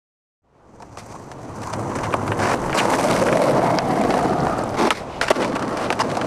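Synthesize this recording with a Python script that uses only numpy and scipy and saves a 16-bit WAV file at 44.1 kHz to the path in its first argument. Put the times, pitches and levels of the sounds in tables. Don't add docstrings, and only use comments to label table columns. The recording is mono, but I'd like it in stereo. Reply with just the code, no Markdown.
import sys
import numpy as np
from scipy import signal
from scipy.fft import rfft, irfft
from scipy.io import wavfile
from scipy.ndimage import map_coordinates

SR = 44100
rng = np.random.default_rng(int(sys.argv[2]) if len(sys.argv) > 2 else 0)


def store_pcm(level_fs):
    pcm = np.round(np.clip(level_fs, -1, 1) * 32767).astype(np.int16)
    wavfile.write(sys.argv[1], SR, np.atleast_2d(pcm).T)


def to_linear_factor(level_db):
    exponent = np.asarray(level_db, float) / 20
    return 10 ** exponent


N = 276066

# [t/s, deck level/dB, low thrum level/dB,
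# wheel growl level/dB, rattle level/dB]
ROLL_IN = [(0.5, -110, -90, -119, -131), (0.61, -67, -66, -62, -80), (0.69, -65, -53, -59.5, -66),
           (0.95, -52, -48.5, -50.5, -55.5), (1.14, -53, -43, -45, -49), (1.34, -47, -45.5, -56, -58.5),
           (1.56, -43, -35.5, -42.5, -51.5), (1.7, -50, -47, -35.5, -45.5), (1.78, -35, -27, -35, -46),
           (1.93, -36.5, -31.5, -33, -44), (2.2, -36, -29, -33, -45), (2.81, -35, -26.5, -30, -40),
           (2.92, -15.5, -16, -16.5, -23), (3.031, -17.5, -21.5, -21.5, -26),
           (3.5, -15, -21.5, -26.5, -35.5), (3.68, -20, -21.5, -24, -38.5), (3.88, -20, -25, -30, -41.5),
           (4.21, -18, -21.5, -24.5, -35.5), (4.39, -21, -23, -32, -43), (4.55, -28, -27.5, -28.5, -42),
           (4.76, -35, -34, -43, -48.5)]
ROLL_AWAY = [(5.322, -27, -34, -28, -33), (5.394, -26.5, -22, -29.5, -42), (5.464, -28, -28, -47, -43.5),
             (5.55, -41, -28.5, -31, -50.5), (5.66, -34, -28, -32, -47), (5.784, -30.5, -28.5, -29.5, -43),
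             (5.956, -32, -32, -37.5, -47.5), (6.26, -28, -27.5, -36.5, -43.5)]
ROLL_STOPS_S, ROLL_RESUMES_S = 4.8, 5.31
# [t/s, lead of the left port/samples, spread of that lead over the wheels/samples,
# treble shading between the ports/dB]
PATH = [(.42, 6.04, 0.11, 1.5), (1.4, 5.9, 0.54, 3), (2.0, 5.4, 0.71, 2.5), (2.6, 4.3, 1.1, 3.5),
        (3.2, 3.45, 1.46, 2.5), (3.6, 1.8, 1.1, 2.5), (4.5, 1.1, 2.3, 2), (4.88, 1.4, 1.1, 3.5),
        (5.0, 0.27, 0.94, 1.5), (6.26, 0.066, 0.21, 1)]
WHEEL_PLACES = np.array([-1.5, -.5, .5, 1.5])

# [f/Hz, level/dB per Hz]
BOOM_COLOUR = [(80, -37), (115, 5), (140, 10), (175, 10.5), (260, -33)]
THRUM_COLOUR = [(130, -13.5), (200, 1), (260, 4), (330, 4), (420, -2.5), (500, 1), (650, -30)]
GROWL_COLOUR = [(600, -4), (880, 8), (1100, 4.5), (1300, 2.5), (1600, 3.5), (2300, -29.5)]
BUZZ_COLOUR = [(1100, 4), (1600, 19), (1900, 11.5), (2500, -3.5), (3000, 3.5), (4300, -39.5)]
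RATTLE_COLOUR = [(2200, 6), (3300, -2.5), (4400, 2), (5300, 1), (5900, 1), (6500, -4.5), (9000, -4.5),
                 (11500, -11.5), (13500, -20.5), (15000, -52)]

# [t/s, f/Hz, width of one filter pass/Hz]
DECK_BEND = [(.42, 690, 300), (2.4, 610, 383), (2.9, 606, 260), (3.08, 625, 199), (3.22, 540, 181),
             (3.34, 600, 204), (3.48, 550, 185), (3.68, 687, 203), (3.8, 656, 201), (3.9, 702, 129),
             (4.15, 670, 171), (4.4, 718, 142), (4.6, 640, 306), (4.75, 630, 353), (5.4, 540, 392),
             (6.26, 600, 403)]
# [t/s, level against the growl/dB, f/Hz]
UPPER_BEND = [(.42, -16, 1010), (1.6, -13.5, 950), (2.5, -10, 990), (2.75, -13, 880), (2.9, -8.5, 870),
              (3.1, -22, 880), (3.5, -16, 845), (3.68, -10, 860), (3.85, -13, 940), (4.25, -7, 1150),
              (4.38, 1, 1170), (4.5, 1.5, 1240), (4.62, 0, 1140), (4.72, -12, 1100), (5.35, -7, 1050),
              (5.8, -8, 1070), (6.26, -4, 1050)]
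UPPER_BEND_WIDTH_HZ = 240
# [t/s, level against the thrum/dB]
BOOM_LEVEL = [(.42, -5), (1.7, -5.5), (2.7, -8.5), (3.6, -4.5), (4.15, -5), (4.45, -11), (4.7, -12),
              (5.4, -14.5), (6.26, -7.5)]
BUZZ_DB = -8
AXLE_HZ, AXLE_WIDTH_HZ = 2155, 190
# [t/s, level against the growl/dB]
AXLE_LEVEL = [(.42, -23), (3.2, -24), (3.7, -10.5), (4.2, -17), (4.4, -24), (6.26, -28)]
BEARINGS_HZ, BEARINGS_WIDTH_HZ = 5850, 380
# [t/s, level against the rattle/dB]
BEARINGS_LEVEL = [(.42, -8), (1.7, -8), (2.6, -11), (3.0, -20), (5.6, -20), (5.85, -12), (6.26, -12)]
TOP_HZ = 10500
# [t/s, level/dB]
TOP_LEVEL = [(.42, -8), (1.3, 1.5), (2.2, -1), (4.2, -1), (4.8, -3), (5.3, -10), (6.26, -10)]
WANDER_DB, WANDER_PER_S = 2, 2.25
BLOWS_PER_S, BLOWS_DB = 110, -3.5
FLASH, FLASH_MS = 0.67, 6.9
CRACKLE_PER_S, CRACKLE_CYCLES, CRACKLE_DB = 260, 6.4, -6

# [t/s, crack level/dB, thud level/dB, snap level/dB]
KNOCKS = [(0.8024, -49, -31, -41), (0.8229, -38, -27, -35), (0.9727, -27, -24.5, -28),
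          (1.1518, -39, -28, -43), (1.3157, -28, -24.5, -30), (1.6182, -42, -37, -27),
          (1.6718, -43, -27, -23), (1.954, -21.5, -39, -25), (1.967, -28, -27, -28),
          (1.9875, -21, -17, -28), (2.1252, -23, -26, -25), (2.1405, -22, -4.5, -15),
          (2.278, -22, -13.5, -18), (2.3183, -13, -12, -27), (2.4368, -22, -20, -18),
          (2.5391, -16, -10, -35), (2.6376, -43, -35, -47), (2.6953, -17, -16, -42),
          (2.7285, -11.5, -19, -37), (2.8534, -11, -17, -12), (2.938, -4.5, -25, -28),
          (3.1635, -10.5, -13, -13), (3.2223, -14, -13, -31), (3.267, -12, -33, -28),
          (3.2849, -7, -30, -29), (3.3264, -7, -12, -27), (3.3704, -10, -23, -9.5), (3.418, -18, -8, -8),
          (3.4381, -18, -22, -11.5), (3.4843, -15, -6.5, -14), (3.509, -19.5, -27, -15),
          (3.7868, -10, -8.5, -19), (4.0115, -30, -17, -30), (4.037, -19, -19, -21), (4.1051, -14, -9, -16),
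          (4.14, -25, -12, -35), (4.2585, -38, -17, -40), (4.4684, -30, -10, -45), (4.9053, -1, -6, -27),
          (5.213, -3, -12, -11.5), (5.4464, -16, -11, -19), (5.478, -27, -16, -28), (5.522, -30, -29, -36),
          (5.5939, -23, -17, -25), (5.6246, -20.5, -16, -23.5), (5.6793, -27, -20, -28),
          (5.7717, -22, -40, -20), (5.904, -15, -4.5, -22), (5.926, -11.5, -11, -15),
          (6.0926, -30, -20, -32), (6.1, -25, -30, -26), (6.115, -22, -19, -23), (6.152, -23, -26, -24),
          (6.17, -20, -10.5, -18.5), (6.2132, -16, -21, -23)]
KNOCK_CONTACT_MS, KNOCK_T60_MS, KNOCK_THUMP_DB = 0.36, 48.6, -9.5
# [t/s, contact/ms,
# 60 dB fall of the push/ms, crack level/dB, thump level/dB, thud level/dB, snap level/dB]
GRINDS = [(0.977, 20, 160, -34, -45, -30.5, -30), (1.08, 54, 60, -37, -45, -33, -36.5),
          (1.63, 8.2, 23, -26, -41, -27, -26.5), (1.729, 11, 56, -21.5, -33, -17, -21.5),
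          (2.03, 20, 71, -20.5, -23, -17, -26), (2.39, 340, 120, -10.5, -13.5, -8, -16.5),
          (2.742, 72, 410, -14, -9.5, -3, -12.5), (2.772, 27, 130, -3, -34, -37, -9.5),
          (4.742, 14, 67, -28, -20, -18, -28), (4.768, 108, 120, -14.5, -8, -6, -13),
          (4.908, 13.7, 97, -15, -12, -12, -8.5), (4.939, 40, 170, -22.5, -41, -50.5, -19.5),
          (5.22, 13.5, 156, -13.5, -29, -13, -16.5), (5.279, 9.7, 27, -11, -27, -15, -21),
          (5.302, 12.7, 24, -4, -2.5, -7, -7.5), (5.345, 21, 44, -19.5, -17, -27, -20),
          (5.398, 12, 45, -22, -20, -22, -28), (5.415, 21.4, 57, -14, -17, -15.5, -22),
          (5.552, 13, 35, -19, -24, -14, -27), (5.785, 80, 70, -22.5, -25, -25, -26.5),
          (5.991, 28, 40, -16, -34, -14, -18.5)]
# [t/s, level/dB, f/Hz, width/Hz, contact/ms]
PINGS = [(1.14, -28, 735, 150, 14), (1.155, -28, 1050, 150, 10), (1.668, -19.5, 900, 200, 11),
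         (1.79, -29, 890, 150, 8), (1.905, -19, 940, 200, 32), (2.64, -20, 900, 400, 2),
         (2.728, -13.5, 1340, 300, 2.2), (1.672, -27, 5960, 900, 2.1), (1.957, -25.5, 6540, 1500, 8),
         (2.106, -33, 3600, 600, 1.5), (2.126, -21, 2470, 300, 12), (2.14, -11.5, 2380, 400, 2),
         (2.138, -6.5, 1160, 320, 4), (2.767, -11, 4400, 800, 30), (2.776, -4, 2470, 800, 36),
         (2.9949, -13, 2500, 900, 1.5), (3.0854, -13, 3000, 1500, 1.5), (3.738, -33, 7800, 2500, 1.5),
         (3.7866, -1.5, 4800, 1090, 0.43), (4.0115, -9.5, 734, 200, 2), (4.015, -23, 2120, 250, 6),
         (4.2585, -14, 710, 250, 1.6), (4.468, -16, 920, 400, 1.5), (3.3705, -6, 650, 249, 2.3),
         (4.0128, -22, 8500, 2000, 4), (4.259, -34, 4300, 1500, 1.5), (4.404, -23, 4200, 1500, 1.55),
         (4.584, -25.5, 8000, 2500, 2.5), (4.59, -24, 4970, 1200, 2.9), (4.637, -21, 7940, 1800, 1.15),
         (4.6915, -24.5, 4980, 3000, 2.6), (4.62, -29, 5000, 1500, 3.3), (4.775, -8, 255, 170, 120),
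         (4.9057, 5, 2880, 2180, 0.29), (4.9057, -5, 1287, 110, 3.2), (4.912, -5, 1110, 260, 10),
         (4.921, -9, 1250, 250, 6), (4.908, -14, 467, 90, 15), (4.907, -12, 2190, 250, 6.5),
         (5.07, -33.5, 2170, 1390, 150), (5.222, -15, 1300, 500, 25), (2.772, -8, 3270, 3000, 32),
         (2.765, -8, 900, 450, 35), (5.3025, -8, 260, 160, 15), (5.214, -14, 420, 250, 12),
         (0.8, -36, 690, 160, 50), (5.2137, -9, 2840, 900, 0.52), (5.2135, -9.5, 620, 151, 1.4),
         (5.3015, 1.5, 684, 199, 18.6), (5.302, -8, 430, 149, 16), (5.302, -19.5, 110, 70, 7),
         (5.903, -7.5, 2230, 500, 1), (5.903, -22, 1020, 180, 1.3), (5.926, -14, 1090, 250, 3.6),
         (5.994, -8.5, 946, 130, 16), (6.01, -9, 970, 160, 9.5), (5.993, -20, 2720, 300, 22),
         (6.008, -19, 1760, 250, 15), (6, -19.5, 5030, 900, 24)]
PAN_DB_PER_SAMPLE = 1.6
# [start t/s, end t/s]
RIGHT_SIDE_TIME = (2.1, 2.33)

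# [f/Hz, width/Hz, level/dB]
PLANK_MODES = [(219, 81, 2), (297, 180, 1.5)]
# [f/Hz, width/Hz, level/dB]
DECK_MODES = [(600, 278, 3.5), (872, 246, 5), (1144, 298, -2.5)]
# [f/Hz, width/Hz, level/dB]
TRUCK_MODES = [(1380, 500, -3.5), (1887, 480, 3), (2038, 430, 1.5), (2830, 855, -4), (3150, 1280, -8.5)]

# [f/Hz, level/dB per Hz]
TRAFFIC_COLOUR = [(90, -6), (130, 6.5), (250, 2.5), (500, 4), (800, 2.5), (1100, 0), (1600, -12.5),
                  (2600, -17.5), (3600, -24.5), (6000, -25.5), (9000, -32.5), (13000, -47)]
TRAFFIC_DB = -31.5
# [t/s, level/dB]
FADE = [(.42, -58), (.445, -34), (.55, -24), (1.0, -14), (1.6, -6), (2.2, 0)]
# [f/Hz, level/dB per Hz]
DRONE_COLOUR = [(80, -20), (92, -7), (103, 0), (116, -5), (135, -9), (165, -22)]
# [t/s, level/dB]
DRONE_LEVEL = [(.42, -77), (.7, -59), (1.15, -41.5), (1.9, -35), (2.3, -27.5), (2.6, -39), (3.1, -37),
               (3.7, -43.5), (4.7, -37), (5.0, -48.5), (6.26, -40)]
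# [t/s, level/dB]
WIND_LEVEL = [(.42, -76), (.7, -54), (1.2, -49), (2.0, -44.5), (2.8, -36), (3.6, -40.5), (4.6, -40.5),
              (5.3, -44), (6.26, -51)]


def rms_one(x):
    return x / np.sqrt(np.mean(x ** 2) + 1e-20)


def in_time(rows):
    s, *columns = np.transpose(rows)
    return [np.interp(np.arange(N) / SR, s, c) for c in columns]


def colour(x, spectrum, size=2048):
    (first_hz, first_db), (last_hz, last_db) = spectrum[0], spectrum[-1]
    hz, db = np.transpose([(first_hz / 4, first_db - 30), *spectrum, (last_hz * 4, last_db - 60)])
    grid = np.maximum(np.arange(size // 2 + 1), .5) * SR / size
    log_gain = np.interp(np.log(grid), np.log(hz), db) * np.log(10) / 20
    cepstrum = irfft(log_gain)
    cepstrum[1:size // 2] *= 2
    cepstrum[size // 2 + 1:] = 0
    response = irfft(np.exp(rfft(cepstrum)))
    return rms_one(signal.oaconvolve(x, response[None], axes=-1)[:, :x.shape[1]])


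def resonance(hz, width_hz):
    r = np.exp(-np.pi * width_hz / SR)
    return (1 - r * r) / 2 * np.array([1, 0, -1]), [1, -2 * r * np.cos(2 * np.pi * hz / SR), r * r]


def body(x, modes):
    return sum((-1) ** k * to_linear_factor(db) * signal.lfilter(*resonance(hz, width), x)
               for k, (hz, width, db) in enumerate(modes))


def drift(rate, count=1):
    r = np.exp(-16 * np.pi * rate / SR)
    noise = rng.standard_normal((count, N // 8 + 4001))
    slow = signal.lfilter([1], [1, -2 * r, r * r], noise)[:, 4000:]
    return np.repeat(rms_one(slow), 8, axis=1)[:, :N]


def high_part(x, corner_hz):
    return signal.sosfilt(signal.butter(1, corner_hz, "high", fs=SR, output="sos"), x)


def roll(low_db=0.61, mid_db=1.43):
    quiet = [[s] + [-90] * 4 for s in (FADE[0][0], ROLL_STOPS_S, ROLL_RESUMES_S)]
    deck_db, thrum_db, growl_db, rattle_db = in_time([quiet[0], *ROLL_IN, *quiet[1:], *ROLL_AWAY])
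    wander_db = WANDER_DB * drift(WANDER_PER_S, count=2)
    lead, spread, shading_db = in_time(PATH)
    shakes = drift(23.0), drift(22.0, count=4), drift(77)
    coarse, fine = grit(2500, spread_db=4.0), grit(3500, spread_db=4.5)
    blows = rms_one(np.abs(grit(BLOWS_PER_S, spread_db=1.6)))
    coarse = rms_one(coarse) + to_linear_factor(BLOWS_DB) * blows
    flashes = rms_one(signal.lfilter([1], [1, -np.exp(-1000 / (FLASH_MS * SR))], blows))
    fine = rms_one(fine) * (1 + FLASH * flashes)
    low = deck_rumble(coarse, blows, deck_db, thrum_db, wander_db[0], shakes)
    mid = truck_growl(coarse, growl_db, wander_db[1], shakes)
    rattle = loose_rattle(fine, rattle_db, shakes)
    out = np.zeros((2, N))
    for port, side in enumerate((.5, -.5)):
        mix = low * to_linear_factor(side * low_db * lead) + mid * to_linear_factor(side * mid_db * lead)
        mix = mix + shade(rattle, side * shading_db)
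        for wheel, place in zip(mix, WHEEL_PLACES):
            read_at = np.arange(N) + side * (lead + spread * place)
            out[port] += map_coordinates(wheel, [read_at], order=3, mode="nearest") / 2
    return out


def grit(per_s, spread_db):
    sizes = to_linear_factor(spread_db * np.minimum(rng.exponential(1, (4, N)), 4)) * rng.choice([-1, 1], (4, N))
    return sizes * (rng.random((4, N)) < per_s / SR) + 1e-18


def deck_rumble(coarse, blows, deck_db, thrum_db, wander_db, shakes):
    bumps, jolts, chatter = shakes
    boom_db = thrum_db + in_time(BOOM_LEVEL)[0] + wander_db
    low = to_linear_factor(boom_db) * colour(coarse, BOOM_COLOUR, size=4096)
    low = low + to_linear_factor(thrum_db + 2.0 * bumps) * colour(coarse, THRUM_COLOUR)
    push = rms_one(grit(2500, spread_db=3.5)) + to_linear_factor(BLOWS_DB) * blows
    ring = deck_ring(push, *in_time(DECK_BEND))
    return low + to_linear_factor(deck_db + 1.16 * chatter + 0.4 * bumps + 0.5 * jolts) * ring


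def deck_ring(x, ring_hz, width_hz, size=512):
    out, state = x.copy(), np.zeros((2, len(x), 2))
    for i in range(0, N, size):
        block = slice(i, i + size)
        filter_now = resonance(ring_hz[i], max(width_hz[i], 30))
        for turn in range(2):
            out[:, block], state[turn] = signal.lfilter(*filter_now, out[:, block], zi=state[turn])
    return rms_one(out)


def truck_growl(coarse, growl_db, wander_db, shakes):
    bumps, jolts, chatter = shakes
    buzz_db = growl_db + BUZZ_DB + wander_db
    bend_db, bend_hz = in_time(UPPER_BEND)
    mid = to_linear_factor(growl_db + 1.5 * chatter + 0.87 * bumps + 2.0 * jolts) * colour(coarse, GROWL_COLOUR)
    mid = mid + to_linear_factor(buzz_db + 2.4 * chatter + 1.4 * bumps + 1.2 * jolts) * colour(coarse, BUZZ_COLOUR)
    bend = deck_ring(coarse, bend_hz, np.full(N, UPPER_BEND_WIDTH_HZ))
    mid = mid + to_linear_factor(growl_db + bend_db + 0.83 * bumps + 1.4 * chatter) * bend
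    axle = rms_one(body(coarse, [(AXLE_HZ, AXLE_WIDTH_HZ, 0)]))
    mid = mid + to_linear_factor(growl_db + in_time(AXLE_LEVEL)[0] + 2.0 * chatter) * axle
    stones = signal.lfilter([1], [1, -.6], grit(24, spread_db=-4.0))
    return mid + to_linear_factor(buzz_db - 15) * rms_one(body(stones, TRUCK_MODES))


def loose_rattle(fine, rattle_db, shakes):
    bumps, jolts, chatter = shakes
    rattle = to_linear_factor(rattle_db + 1.84 * chatter + 0.6 * bumps + 1.8 * jolts) * colour(fine, RATTLE_COLOUR)
    rattle = rattle + to_linear_factor(rattle_db + CRACKLE_DB) * crackle()
    hiss = rms_one(body(fine, [(BEARINGS_HZ, BEARINGS_WIDTH_HZ, 0)]))
    rattle = rattle + to_linear_factor(rattle_db + in_time(BEARINGS_LEVEL)[0]) * hiss
    return rattle + (to_linear_factor(in_time(TOP_LEVEL)[0]) - 1) * high_part(rattle, TOP_HZ)


def crackle(low_hz=1500, high_hz=9000, tilt_db=-3.5, count=10):
    snaps = grit(CRACKLE_PER_S, spread_db=7.5) * to_linear_factor(0.87 * drift(31.0))
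    dealt = rng.integers(0, count, (4, N))
    total = 0
    for k, hz in enumerate(np.geomspace(low_hz, high_hz, count)):
        mode = (hz, 1.6 * hz / CRACKLE_CYCLES, tilt_db * np.log2(hz / low_hz))
        total = total + body(snaps * (dealt == k) + 1e-18, [mode])
    return rms_one(total)


def shade(x, db, top_share=3.17, corner_hz=7000):
    return to_linear_factor(db) * (x + (to_linear_factor(top_share * db) - 1) * high_part(x, corner_hz))


def hits():
    pan = PAN_DB_PER_SAMPLE * hit_lead()
    short = [(s, crack, thud + KNOCK_THUMP_DB, thud, snap, pan[int(s * SR)], KNOCK_CONTACT_MS, KNOCK_T60_MS)
             for s, crack, thud, snap in KNOCKS]
    long = [(s, crack, thump, thud, snap, pan[int(s * SR)], contact, t60)
            for s, contact, t60, crack, thump, thud, snap in GRINDS]
    return (knocks(short, first_touch=10.3, rise=0.099, grain_db=0.0)
            + knocks(long, first_touch=0.26, rise=0.76, grain_db=2.5))


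def knocks(table, first_touch, rise, grain_db, low_pan=0.18, apart=1.0, snap_touch=1.0,
           snap_fall=0.13, snap_pan=1.46, size=7000):
    out, ms = np.zeros((2, N + size + 20)), np.arange(size) / SR * 1000
    grain_size = to_linear_factor(grain_db * rng.standard_normal((len(table), 1, size // 140)).repeat(140, axis=2))
    grain = rng.standard_normal((len(table), 3, size)) * grain_size
    for (s, crack_db, thump_db, thud_db, snap_db, pan_db, contact, t60), noise in zip(table, grain):
        fall_db = -60 * np.maximum(ms - contact, 0)
        push = to_linear_factor(fall_db / max(t60, 3)) * noise
        push *= np.clip(0.46 + (contact < 20) + ms / (rise * contact), 0, 1)
        push[0, 0] = first_touch
        thump, thud, crack = (peak_one(body(push[0], modes))
                              for modes in (PLANK_MODES, DECK_MODES, TRUCK_MODES))
        push[0, 0] *= snap_touch
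        snap_push = (push[0] + apart * push[1:]) * to_linear_factor(snap_fall * fall_db / max(t60, 3))
        snap = colour(snap_push, RATTLE_COLOUR)
        for port, side in enumerate((.5, -.5)):
            at = round(s * SR - side * np.clip(pan_db, -6, 6))
            low = to_linear_factor(thump_db) * thump + to_linear_factor(thud_db) * thud
            snap_level = to_linear_factor(snap_db + side * (snap_pan - 1.5) * pan_db)
            high = to_linear_factor(crack_db) * crack + snap_level * peak_one(snap[port])
            out[port, at:at + size] += to_linear_factor(side * low_pan * pan_db) * low + to_linear_factor(side * pan_db) * high
    return out[:, :N]


def peak_one(x):
    return x / np.abs(x).max()


def pings(size=7000):
    out, ms, lead = np.zeros((2, N + size + 20)), np.arange(size) / SR * 1000, hit_lead()
    for (s, db, hz, width, contact), noise in zip(PINGS, rng.standard_normal((len(PINGS), size))):
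        swell = np.sqrt(np.sin(np.pi * np.clip((ms + 0.025) / contact, 0, 1)) ** 2)
        sound = peak_one(body(body(noise * swell, [(hz, width, 0)]), [(hz, 3 * width, 0)]))
        lead_now = lead[int(s * SR)]
        pan_db = PAN_DB_PER_SAMPLE * lead_now * min(hz / 2000, 1)
        for port, side in enumerate((.5, -.5)):
            at = round(s * SR - side * lead_now)
            out[port, at:at + size] += to_linear_factor(db + side * pan_db) * sound
    return out[:, :N]


def hit_lead(right_lead=-2.8):
    s = np.arange(N) / SR
    on_right = (s > RIGHT_SIDE_TIME[0]) & (s < RIGHT_SIDE_TIME[1])
    return np.where(on_right, right_lead, in_time(PATH)[0])


def surroundings():
    return traffic() + drone() + wind()


def traffic(apart=0.067):
    noise = rng.standard_normal((3, N))
    level_db = TRAFFIC_DB + in_time(FADE)[0] + .8 * drift(25)
    return colour(noise[0] + apart * noise[1:], TRAFFIC_COLOUR) * to_linear_factor(level_db)


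def drone():
    noise = rng.standard_normal((1, N))
    return colour(noise, DRONE_COLOUR, size=8192) * to_linear_factor(in_time(DRONE_LEVEL)[0])


def wind(apart=0.71):
    level_db = in_time(WIND_LEVEL)[0] + 1.4 * drift(8.1)
    noise = rng.standard_normal((3, N))
    spectrum = [(12, 10), (30, 0.0), (60, 11), (85, 9.0), (130, -31)]   # f/Hz, level/dB per Hz
    return colour(noise[0] + apart * noise[1:], spectrum, size=8192) * to_linear_factor(level_db + [[1.5], [-1.5]])


def scene():
    return (roll() + hits() + pings() + surroundings()) * (np.arange(N) > FADE[0][0] * SR)


def top_cut(x):
    return signal.sosfilt(signal.butter(12, 15480, fs=SR, output="sos"), x)


def record(dry, knee_db=-9, release_db_s=150, top=0.67, cut_hz=14200):
    ramp = release_db_s * np.arange(N) / SR
    over = np.maximum(20 * np.log10(np.abs(dry).max(axis=0) + 1e-9) - knee_db, 0)
    held = np.maximum.accumulate(over + ramp) - ramp
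    duck = signal.lfilter([.004], [1, -.996], held)
    rounded = top * np.tanh(dry * to_linear_factor(-.6 * duck) / top)
    mix = signal.sosfilt(signal.butter(12, cut_hz, fs=SR, output="sos"), rounded)
    return top_cut(mix)


dry = scene()
out = record(dry)
store_pcm(out)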